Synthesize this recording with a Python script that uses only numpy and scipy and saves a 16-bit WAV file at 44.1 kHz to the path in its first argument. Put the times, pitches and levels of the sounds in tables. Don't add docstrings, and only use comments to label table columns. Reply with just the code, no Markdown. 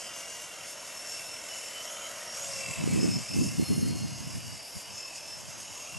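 import sys
import numpy as np
from scipy import signal
from scipy.fft import rfft, irfft, next_fast_len
from scipy.io import wavfile
from scipy.ndimage import uniform_filter1d, map_coordinates

SR = 44100
rng = np.random.default_rng(int(sys.argv[2]) if len(sys.argv) > 2 else 0)


def to_wav(s):
    ch = np.atleast_2d(s).T
    pcm = np.round(np.clip(ch, -1, 1) * 32767)
    wavfile.write(sys.argv[1], SR, pcm.astype(np.int16))


N = 263718
TIME_S = np.arange(N) / SR

# time_s, speed_hz
MOTOR_SPEED = [(0.0, 280.3), (0.37, 282.2), (0.61, 275.5), (0.83, 271.2), (1.0, 269.5), (1.14, 271.2),
               (1.31, 269.1), (1.6, 268.7), (1.92, 279.3), (2.44, 279.2), (2.6, 270.4), (2.84, 262.7),
               (3.01, 261.2), (3.55, 265.5), (3.93, 268.0), (4.22, 267.4), (4.49, 262.7), (5.05, 262.5),
               (5.45, 265.2), (5.97, 274.0)]
# time_s, level_db
RUSH_LEVEL = [(0.0, -50.5), (0.45, -51), (1.66, -50.5), (1.85, -49), (3.05, -49), (3.23, -51.5),
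              (3.7, -53.5), (4.45, -55), (5.35, -54.5), (5.85, -52.6), (5.98, -54)]
# motor_multiple, nose_db, tail_db
STRONG_PARTIALS = [(2, -66, -72.5), (8, -64, -67), (10, -57, -63), (11, -64, -66), (16, -68.5, -77),
                   (18, -71, -64), (20, -58.5, -59), (22, -63, -65), (24, -73, -73), (26, -67, -68)]
# centre_s, motor_multiple, peak_db, half_length_s
BEAM_FLARES = [(0.06, 2, -60.5, 0.14), (2.05, 2, -59, 0.25), (2.495, 2, -51.5, .13), (2.852, 2, -59, 0.16),
               (2.72, 8, -56, 0.11), (3.5, 8, -61.5, 0.47), (0.29, 10, -51, 0.2), (1.142, 10, -51, .16),
               (1.55, 10, -53, 0.12), (2.688, 10, -42, 0.1), (3.01, 10, -47.5, 0.09),
               (3.415, 10, -48.5, 0.13), (4.15, 10, -63, .2), (5.105, 10, -52, 0.15),
               (5.76, 10, -55.5, 0.073), (5.96, 10, -48.5, .075), (0.06, 11, -56, 0.089),
               (0.48, 11, -59, 0.093), (1.56, 11, -49.5, 0.047), (1.772, 11, -51, 0.15),
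               (2.027, 11, -48.5, 0.085), (3.7, 11, -60.5, 0.29), (4.46, 11, -55, 0.14),
               (4.86, 11, -59, 0.088), (5.7, 11, -59, 0.1), (2.91, 16, -52, 0.029), (3.647, 16, -48.5, .04),
               (3.78, 16, -47.5, .1), (3.99, 16, -53, 0.13), (0.05, 18, -50, 0.12), (2.65, 18, -53, .1),
               (3.38, 18, -53, 0.11), (4.42, 18, -54, 0.51), (0.776, 20, -53.5, .18),
               (0.987, 20, -47, 0.03), (1.135, 20, -44, 0.057), (1.33, 20, -46, 0.064),
               (1.517, 20, -45, 0.046), (1.645, 20, -46, 0.036), (1.84, 20, -51, 0.075),
               (2.33, 20, -45, 0.06), (2.57, 20, -43.5, 0.061), (3.027, 20, -38, 0.032),
               (3.147, 20, -35.5, 0.033), (3.325, 20, -40, 0.04), (3.446, 20, -44.5, 0.067),
               (3.727, 20, -46, 0.089), (4.05, 20, -57, .1), (4.28, 20, -50, 0.07), (4.65, 20, -51, 0.14),
               (5.01, 20, -41.5, 0.062), (5.24, 20, -46, 0.04), (5.325, 20, -44.5, 0.035),
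               (0.27, 24, -56, .09), (0.77, 24, -54, .15), (2.03, 24, -49, 0.12), (2.42, 24, -49, 0.093),
               (3.03, 24, -58, 0.085), (3.38, 24, -51.5, .045), (3.82, 24, -52, .07), (4.08, 24, -51, 0.2),
               (5.3, 24, -58, .1), (5.59, 24, -50.5, 0.088), (5.81, 24, -49.5, 0.087), (0.2, 22, -61, 0.27),
               (1.86, 22, -56, .1), (2.52, 22, -56, .08), (1.65, 26, -56, .15), (2.97, 26, -54, .2),
               (5.7, 26, -56, .15)]
# motor_multiple, nose_relative_db, tail_relative_db
WEAK_PARTIALS = [(6, -26, -30), (9.02, -24, -22), (10.61, -24, -24), (11.15, -28, -22), (12, -26, -20),
                 (13, -31, -25), (14, -26, -23), (18.79, -20, -16.5), (19, -19, -18), (19.2, -28, -19),
                 (19.39, -22, -19), (20.61, -21, -15), (20.76, -19, -17), (21.21, -15, -14),
                 (23.2, -21, -19), (25.21, -24, -19), (28, -20, -22), (29.4, -26, -22), (33, -23, -28),
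                 (34.8, -25, -25), (36, -24, -22), (38, -27, -24), (42, -28, -22), (43.2, -32, -23)]
# centre_s, hiss_peak_db, fizz_peak_db, half_length_s
BANK_SURGES = [(0.02, -46, -68, 0.14), (0.326, -48, -62, 0.088), (1.136, -46.5, -53.5, 0.14),
               (1.584, -45.5, -53, 0.11), (1.905, -53, -53, 0.085), (2.355, -45, -57, 0.041),
               (2.51, -42.5, -59, 0.097), (2.916, -55, -61, 0.056), (3.145, -43, -66, 0.093),
               (3.425, -44, -52.5, 0.1), (3.744, -51.5, -48.5, 0.12), (4.332, -56, -57, 0.14),
               (4.736, -57, -52.5, 0.1), (5.164, -45, -66, 0.023), (5.75, -58, -73, 0.071)]
# motor_multiple, relative_db, swell_peak_db
DRONE_PARTIALS = [(1.66, -14.5, -66), (2.2, -8, -56.5), (2.35, -12.5, -62), (2.5, -13, -67),
                  (2.76, -17, -66), (3.31, -19.5, -65), (4.41, -16, -61.5), (4.7, -21, -59)]
# centre_s, peak_db, half_length_s
WIND_GUSTS = [(1.2, -63, 0.16), (2.553, -51, .12), (2.696, -38, 0.021), (2.817, -32, 0.029),
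              (2.892, -30.5, 0.028), (2.969, -26, 0.038), (3.046, -24.5, 0.051), (3.136, -30.5, 0.053),
              (3.346, -31, 0.026), (3.423, -26, 0.051), (3.542, -34.5, 0.021), (3.616, -28.5, 0.025),
              (3.713, -24.5, 0.02), (3.79, -27.5, 0.039), (3.88, -28.5, 0.077), (4.043, -32.5, 0.031),
              (4.125, -37.5, 0.022), (4.247, -38.5, 0.065), (4.36, -34.5, 0.028), (4.487, -43.5, 0.065),
              (4.766, -45, 0.019), (4.916, -51, 0.041), (5.52, -52, 0.19), (5.97, -47, 0.034)]
# centre_s, level_db, pitch_hz
EDDIES = [(2.812, -25, 480), (2.841, -14, 190), (2.877, -13, 302), (2.961, -15, 260), (2.977, -14.5, 221),
          (2.992, -16, 201), (3.032, -12, 242), (3.044, -12, 283), (3.366, -17, 240), (3.389, -14, 221),
          (3.413, -17, 228), (3.598, -9, 226), (3.626, -15.5, 240), (3.705, -18, 260), (3.946, -24, 170),
          (4.208, -27, 140), (4.275, -23, 160)]
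# blade_multiple, peak_db
BUZZ_PARTIALS = [(68, -64), (69, -60), (70, -60.5), (71, -65)]

# freq_hz, relative_density_db
HISS_SPECTRUM = [(2000, -27), (3500, -19), (4300, -9.5), (4800, -2.8), (5300, 0.5), (5800, -2.1),
                 (6800, 2.5), (7800, -1.5), (9000, -5.5), (9700, -14.5), (10500, -18), (14000, -48)]
FIZZ_SPECTRUM = [(6000, -48), (8500, -0.5), (9800, 1), (10700, 3.5), (11700, 2), (12000, -2), (14000, -20)]
SWISH_SPECTRUM = [(25, -40), (80, -26), (200, -8.5), (390, -17), (470, -9), (580, -0.5), (680, 1.5),
                  (820, -9), (1100, -13.5), (2000, -51)]
TIP_NOSE_SPECTRUM = [(500, -32), (830, -9.5), (950, 1.5), (1120, -4.5), (1450, 2), (1750, -4), (1930, 2.5),
                     (2500, -3), (2800, 0.5), (3300, -2), (4100, -7.5), (5500, -16), (9000, -60)]
TIP_TAIL_SPECTRUM = [(500, -25), (780, -1.5), (980, 4), (1250, -0.5), (1850, 0.5), (2200, 1), (2500, 2.5),
                     (2850, 4), (3150, -1), (4100, -5.5), (5500, -2), (9000, -60)]
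FIELD_SPECTRUM = [(20, -13), (100, 2.5), (200, -1.5), (300, 3), (900, 0.5), (1600, -4), (3000, -77),
                  (12000, -50)]
RUMBLE_SPECTRUM = [(15, -30), (40, -31), (80, -0.5), (130, 4.5), (220, -2.5), (330, -13), (500, -36),
                   (1100, -53), (6000, -110)]
BUFFET_SPECTRUM = [(30, -40), (100, -23), (170, 3), (250, 0.5), (340, -5.5), (480, -16.5), (700, -25),
                   (1100, -42), (2500, -95), (6000, -110)]
RASP_SPECTRUM = [(1600, -25), (2050, 1), (2330, 11), (2650, -12), (4500, -40), (6000, -6), (6900, -4),
                 (7800, 10), (8600, -1), (9500, -21), (12000, -30)]
# freq_hz, side_to_mid_db
HISS_WIDTH = [(4000, -57), (5400, -34), (6800, -35), (8500, -24), (10500, -3)]
FIZZ_WIDTH = [(7000, -6), (9000, -4.5), (10400, -1.5), (11200, -7), (12000, -8)]
# freq_hz, left_minus_right_db
PORT_RING = [(9400, 0), (10000, 3.5), (10700, 4.5), (11400, 5), (12000, -2)]

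BLADES, PINION_TEETH, MAIN_GEAR_TEETH = 2, 10, 132
TURN_START_S, TURN_LENGTH_S = 2.2, 0.99


def amp(db):
    return 10 ** (np.asarray(db) / 20)


def unit(x):
    return x / np.sqrt(np.mean(x ** 2) + 1e-20)


def curve(rows):
    return np.interp(TIME_S, *np.transpose(rows))


def wobble(rate_hz):
    knots = rng.standard_normal(int(N * rate_hz / SR) + 4)
    coarse = np.arange(0, N + 32, 32)
    return np.interp(np.arange(N), coarse, map_coordinates(knots, [coarse * rate_hz / SR]))


def filtered(x, response):
    size = next_fast_len(N + 8192)
    return irfft(rfft(x, size) * response(np.fft.rfftfreq(size, 1 / SR)), size)[..., :N]


def noise(spectrum, side_db):
    def gain(points, hz):
        freq_hz, level_db = np.transpose(points)
        return amp(np.interp(np.log(hz + 1), np.log(freq_hz), level_db))

    width = side_db if np.ndim(side_db) else [(1, side_db)]
    response = lambda hz: gain(spectrum, hz) * np.array([np.ones_like(hz), gain(width, hz)])
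    mid, side = filtered(rng.standard_normal((2, N)), response)
    return unit(np.array([mid + side, mid - side]))


def bell(centre_s, sigma_s):
    return np.exp(-((TIME_S - centre_s) / sigma_s) ** 2 / 2)


def swelling(base_db, swells):
    power = np.ones(N) * amp(base_db) ** 2
    for centre_s, peak_db, half_s in swells:
        near = slice(*np.searchsorted(TIME_S, [centre_s - 4 * half_s, centre_s + 4 * half_s]))
        power[near] += amp(peak_db) ** 2 * np.exp(-((TIME_S[near] - centre_s) / half_s) ** 2)
    return 10 * np.log10(power)


def facing(aspect_rad, nose, tail):
    return nose + (tail - nose) * np.sin(aspect_rad) ** 2


def chop(angle_rad, depth_db):
    return unit(amp(depth_db * (np.cos(angle_rad) + 0.28 * np.cos(2 * angle_rad))))


def tone(angle_rad, multiple, fade_db, flutter_db, scatter):
    phase = multiple * angle_rad + 2 * np.pi * rng.random() + 0.26 * wobble(8)
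    line = (1 + scatter * wobble(220)) * np.sin(phase) + scatter * wobble(220) * np.cos(phase)
    return unit(amp(fade_db * wobble(4.02) + flutter_db * wobble(35)) * line)


def beamed_levels(aspect_rad):
    level_db = {}
    for multiple, nose_db, tail_db in STRONG_PARTIALS:
        flares = [(s, db, half_s) for s, k, db, half_s in BEAM_FLARES if k == multiple]
        level_db[multiple] = swelling(facing(aspect_rad, nose_db, tail_db), flares)
    return level_db


def mesh_whine(motor_rad, blade_rad, aspect_rad, level_db):
    load_db = facing(aspect_rad, 5, 6) + wobble(7.06)
    dragged_rad = motor_rad - 0.012 * np.sin(blade_rad)
    mesh = tone(dragged_rad, PINION_TEETH, fade_db=0.3, flutter_db=1.0, scatter=0.21)
    mesh *= amp(level_db[PINION_TEETH] - 0.1) * chop(blade_rad, load_db)
    shaken_rad = 2 * PINION_TEETH * motor_rad + facing(aspect_rad, 0.47, 0.2) * wobble(35)
    octave = tone(shaken_rad, 1, fade_db=0.1, flutter_db=1.4, scatter=facing(aspect_rad, 0.38, 0.27))
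    octave *= amp(level_db[2 * PINION_TEETH] - 0.5) * chop(blade_rad, depth_db=2.0)
    return mesh + octave


def motor_whine(motor_rad, blade_rad, level_db):
    out = amp(level_db[2] + 3) * tone(motor_rad, 2, fade_db=1.0, flutter_db=1.6, scatter=0.24)
    abeam = 1 / (1 + ((TIME_S - 2.74) / 0.25) ** 2)
    out += amp(-57) * abeam * tone(motor_rad, 4, fade_db=0.0, flutter_db=1.0, scatter=0.43)
    out += amp(level_db[16] - 1) * tone(motor_rad, 16, fade_db=1.0, flutter_db=2.0, scatter=0.15)
    chopped_db = {multiple: level_db[multiple] for multiple in (8, 11, 18, 22, 24, 26)}
    chopped_db[40] = level_db[16] - 8.5
    for multiple, db in chopped_db.items():
        partial = tone(motor_rad, multiple, fade_db=0.5, flutter_db=2.5, scatter=0.26)
        out += amp(db + 0.34) * partial * chop(blade_rad, depth_db=1.1)
    return out


def drive_whine(motor_rad, aspect_rad, hiss_db):
    out = np.zeros(N)
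    for multiple, nose_db, tail_db in WEAK_PARTIALS:
        partial = tone(motor_rad, multiple, fade_db=1.5, flutter_db=2.5, scatter=0.18)
        out += amp(facing(aspect_rad, nose_db, tail_db)) * partial
    exposed_db = np.sin(aspect_rad)
    swell_db = 0.51 * (hiss_db - np.mean(hiss_db))
    return amp(-47.5 + swell_db + exposed_db) * out


def tooth_rattle(motor_rad, blade_rad, tail_rad, aspect_rad):
    uneven = amp(1.2 * wobble(24.98))
    main = chop(blade_rad, depth_db=facing(aspect_rad, 0.7, 1.1))
    tail = chop(tail_rad, depth_db=0.6) * chop(2 * tail_rad, depth_db=0.55)
    shaft = chop(motor_rad, depth_db=0.45) * chop(2 * motor_rad, depth_db=0.45)
    return unit(uneven * main * tail * shaft)


def gear_hiss(hiss_db, rattle):
    return amp(hiss_db + 0.5) * noise(HISS_SPECTRUM, side_db=HISS_WIDTH) * rattle


def gear_fizz(rush_db, aspect_rad, rattle):
    surges = [(s, db, half_s) for s, _, db, half_s in BANK_SURGES]
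    fizz_db = swelling(rush_db + facing(aspect_rad, -4.5, -3.5), surges)
    return amp(fizz_db + 2) * noise(FIZZ_SPECTRUM, side_db=FIZZ_WIDTH) * rattle


def rotor_swish(blade_rad, aspect_rad, rush_db):
    swish_db = rush_db + facing(aspect_rad, -4.5, -3.5)
    return amp(swish_db) * noise(SWISH_SPECTRUM, side_db=-26) * chop(blade_rad, depth_db=1.5)


def tip_rush(motor_rad, blade_rad, aspect_rad, rush_db):
    slap = chop(2 * blade_rad, depth_db=0.9) * chop(2.2 * motor_rad, depth_db=0.6)
    nose = np.cos(aspect_rad) * noise(TIP_NOSE_SPECTRUM, side_db=-63) * slap
    tail = np.sin(aspect_rad) * amp(0.87) * noise(TIP_TAIL_SPECTRUM, side_db=-50)
    return amp(rush_db + 2) * (nose + tail) * chop(blade_rad, depth_db=0.3)


def rotor_drone(motor_rad, aspect_rad, rush_db, swell_s=2.05, half_s=0.23):
    base_db = rush_db + facing(aspect_rad, -2.54, -6.5)
    out = np.zeros(N)
    for multiple, relative_db, peak_db in DRONE_PARTIALS:
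        level_db = swelling(base_db + relative_db, [(swell_s, peak_db, half_s)])
        out += amp(level_db) * tone(motor_rad, multiple, fade_db=1.0, flutter_db=2.0, scatter=0.12)
    return out


def off_axis(x, start_lead_s=2e-5, centring_s=0.54):
    lead_s = start_lead_s * np.exp(-TIME_S / centring_s)
    return x + np.gradient(x, axis=-1) * SR * lead_s * np.array([[0.5], [-0.5]])


def patchy_treble(x, depth_db=2.1, width_hz=170, length_s=0.08):
    size = 1024
    bins = signal.stft(x, nperseg=size)[2]
    patches = uniform_filter1d(rng.standard_normal(bins.shape[1:]), round(width_hz * size / SR), axis=0)
    patches = uniform_filter1d(patches, round(2 * length_s * SR / size), axis=1)
    gain = unit(amp(depth_db * unit(patches)))
    return signal.istft(bins * gain, nperseg=size)[1][:, :N]


def tree_echo(x, delay_s=0.03, t60_s=0.37, level_db=-13.5):
    t = np.arange(SR // 2) / SR
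    tail = rng.standard_normal(len(t)) * (t > delay_s) * amp(-60 * t / t60_s)
    return x + amp(level_db) * signal.fftconvolve(x, tail / np.linalg.norm(tail))[:N]


def field_rustle():
    return amp(-57.5) * noise(FIELD_SPECTRUM, side_db=-5.5)


def wind():
    wind_db = swelling(base_db=-72, swells=WIND_GUSTS)
    rumble = amp(wind_db + 1) * noise(RUMBLE_SPECTRUM, side_db=7.5)
    brightness = amp(0.98 * (wind_db + 33))
    buffet = amp(wind_db - 2) * brightness * noise(BUFFET_SPECTRUM, side_db=9.0)
    lumps = unit(amp(2 * wobble(70)))
    return (rumble + buffet) * lumps / np.hypot(1, 0.77 * brightness)


def gear_rasp(tail_rad, rattle):
    side_on = bell(centre_s=2.93, sigma_s=0.3)
    return amp(-46) * side_on * noise(RASP_SPECTRUM, side_db=-46) * rattle * chop(tail_rad, depth_db=1.0)


def eddy_thumps():
    out = np.zeros(N)
    for centre_s, level_db, pitch_hz in EDDIES:
        phase = np.clip(2 * np.pi * pitch_hz * (TIME_S - centre_s), -20, 20)
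        out += amp(level_db) * np.sin(phase) * np.exp(-(phase / 2.4) ** 2)
    return out * np.array([[0.65], [-1.1]])


def gear_buzz(blade_rad):
    buzz = sum(amp(db) * tone(blade_rad, multiple, fade_db=1.5, flutter_db=1.0, scatter=0.15)
               for multiple, db in BUZZ_PARTIALS)
    return bell(centre_s=3.76, sigma_s=0.47) * buzz


def helicopter(hunt_hz=0.12):
    motor_rad = 2 * np.pi * np.cumsum(curve(MOTOR_SPEED) + hunt_hz * wobble(10)) / SR
    blade_rad = motor_rad * BLADES * PINION_TEETH / MAIN_GEAR_TEETH
    tail_rad = 4 * blade_rad
    aspect_rad = np.pi / 2 * np.clip((TIME_S - TURN_START_S) / TURN_LENGTH_S, 0, 1)
    rush_db = curve(RUSH_LEVEL)
    surges = [(s, db, half_s) for s, db, _, half_s in BANK_SURGES]
    hiss_db = swelling(rush_db + facing(aspect_rad, 2.5, 5), surges)
    partial_db = beamed_levels(aspect_rad)

    swish = rotor_swish(blade_rad, aspect_rad, rush_db)
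    tips = tip_rush(motor_rad, blade_rad, aspect_rad, rush_db)
    rattle = tooth_rattle(motor_rad, blade_rad, tail_rad, aspect_rad)
    hiss = gear_hiss(hiss_db, rattle) + gear_rasp(tail_rad, rattle)
    fizz = gear_fizz(rush_db, aspect_rad, rattle)
    drone = rotor_drone(motor_rad, aspect_rad, rush_db)
    treble = patchy_treble(tips + fizz + off_axis(hiss))
    whine = mesh_whine(motor_rad, blade_rad, aspect_rad, partial_db)
    whine += motor_whine(motor_rad, blade_rad, partial_db) + gear_buzz(blade_rad)
    whine += drive_whine(motor_rad, aspect_rad, hiss_db)
    return swish + drone + treble + off_axis(tree_echo(whine))


def scene():
    return helicopter() + wind() + eddy_thumps() + field_rustle()


def record(dry):
    top_hz = 11980
    tilt = lambda hz: amp(np.interp(hz, *np.transpose(PORT_RING)) * np.array([[0.5], [-0.5]]))
    return filtered(dry, lambda hz: tilt(hz) * (hz < top_hz))


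dry = scene()
out = record(dry)
to_wav(out)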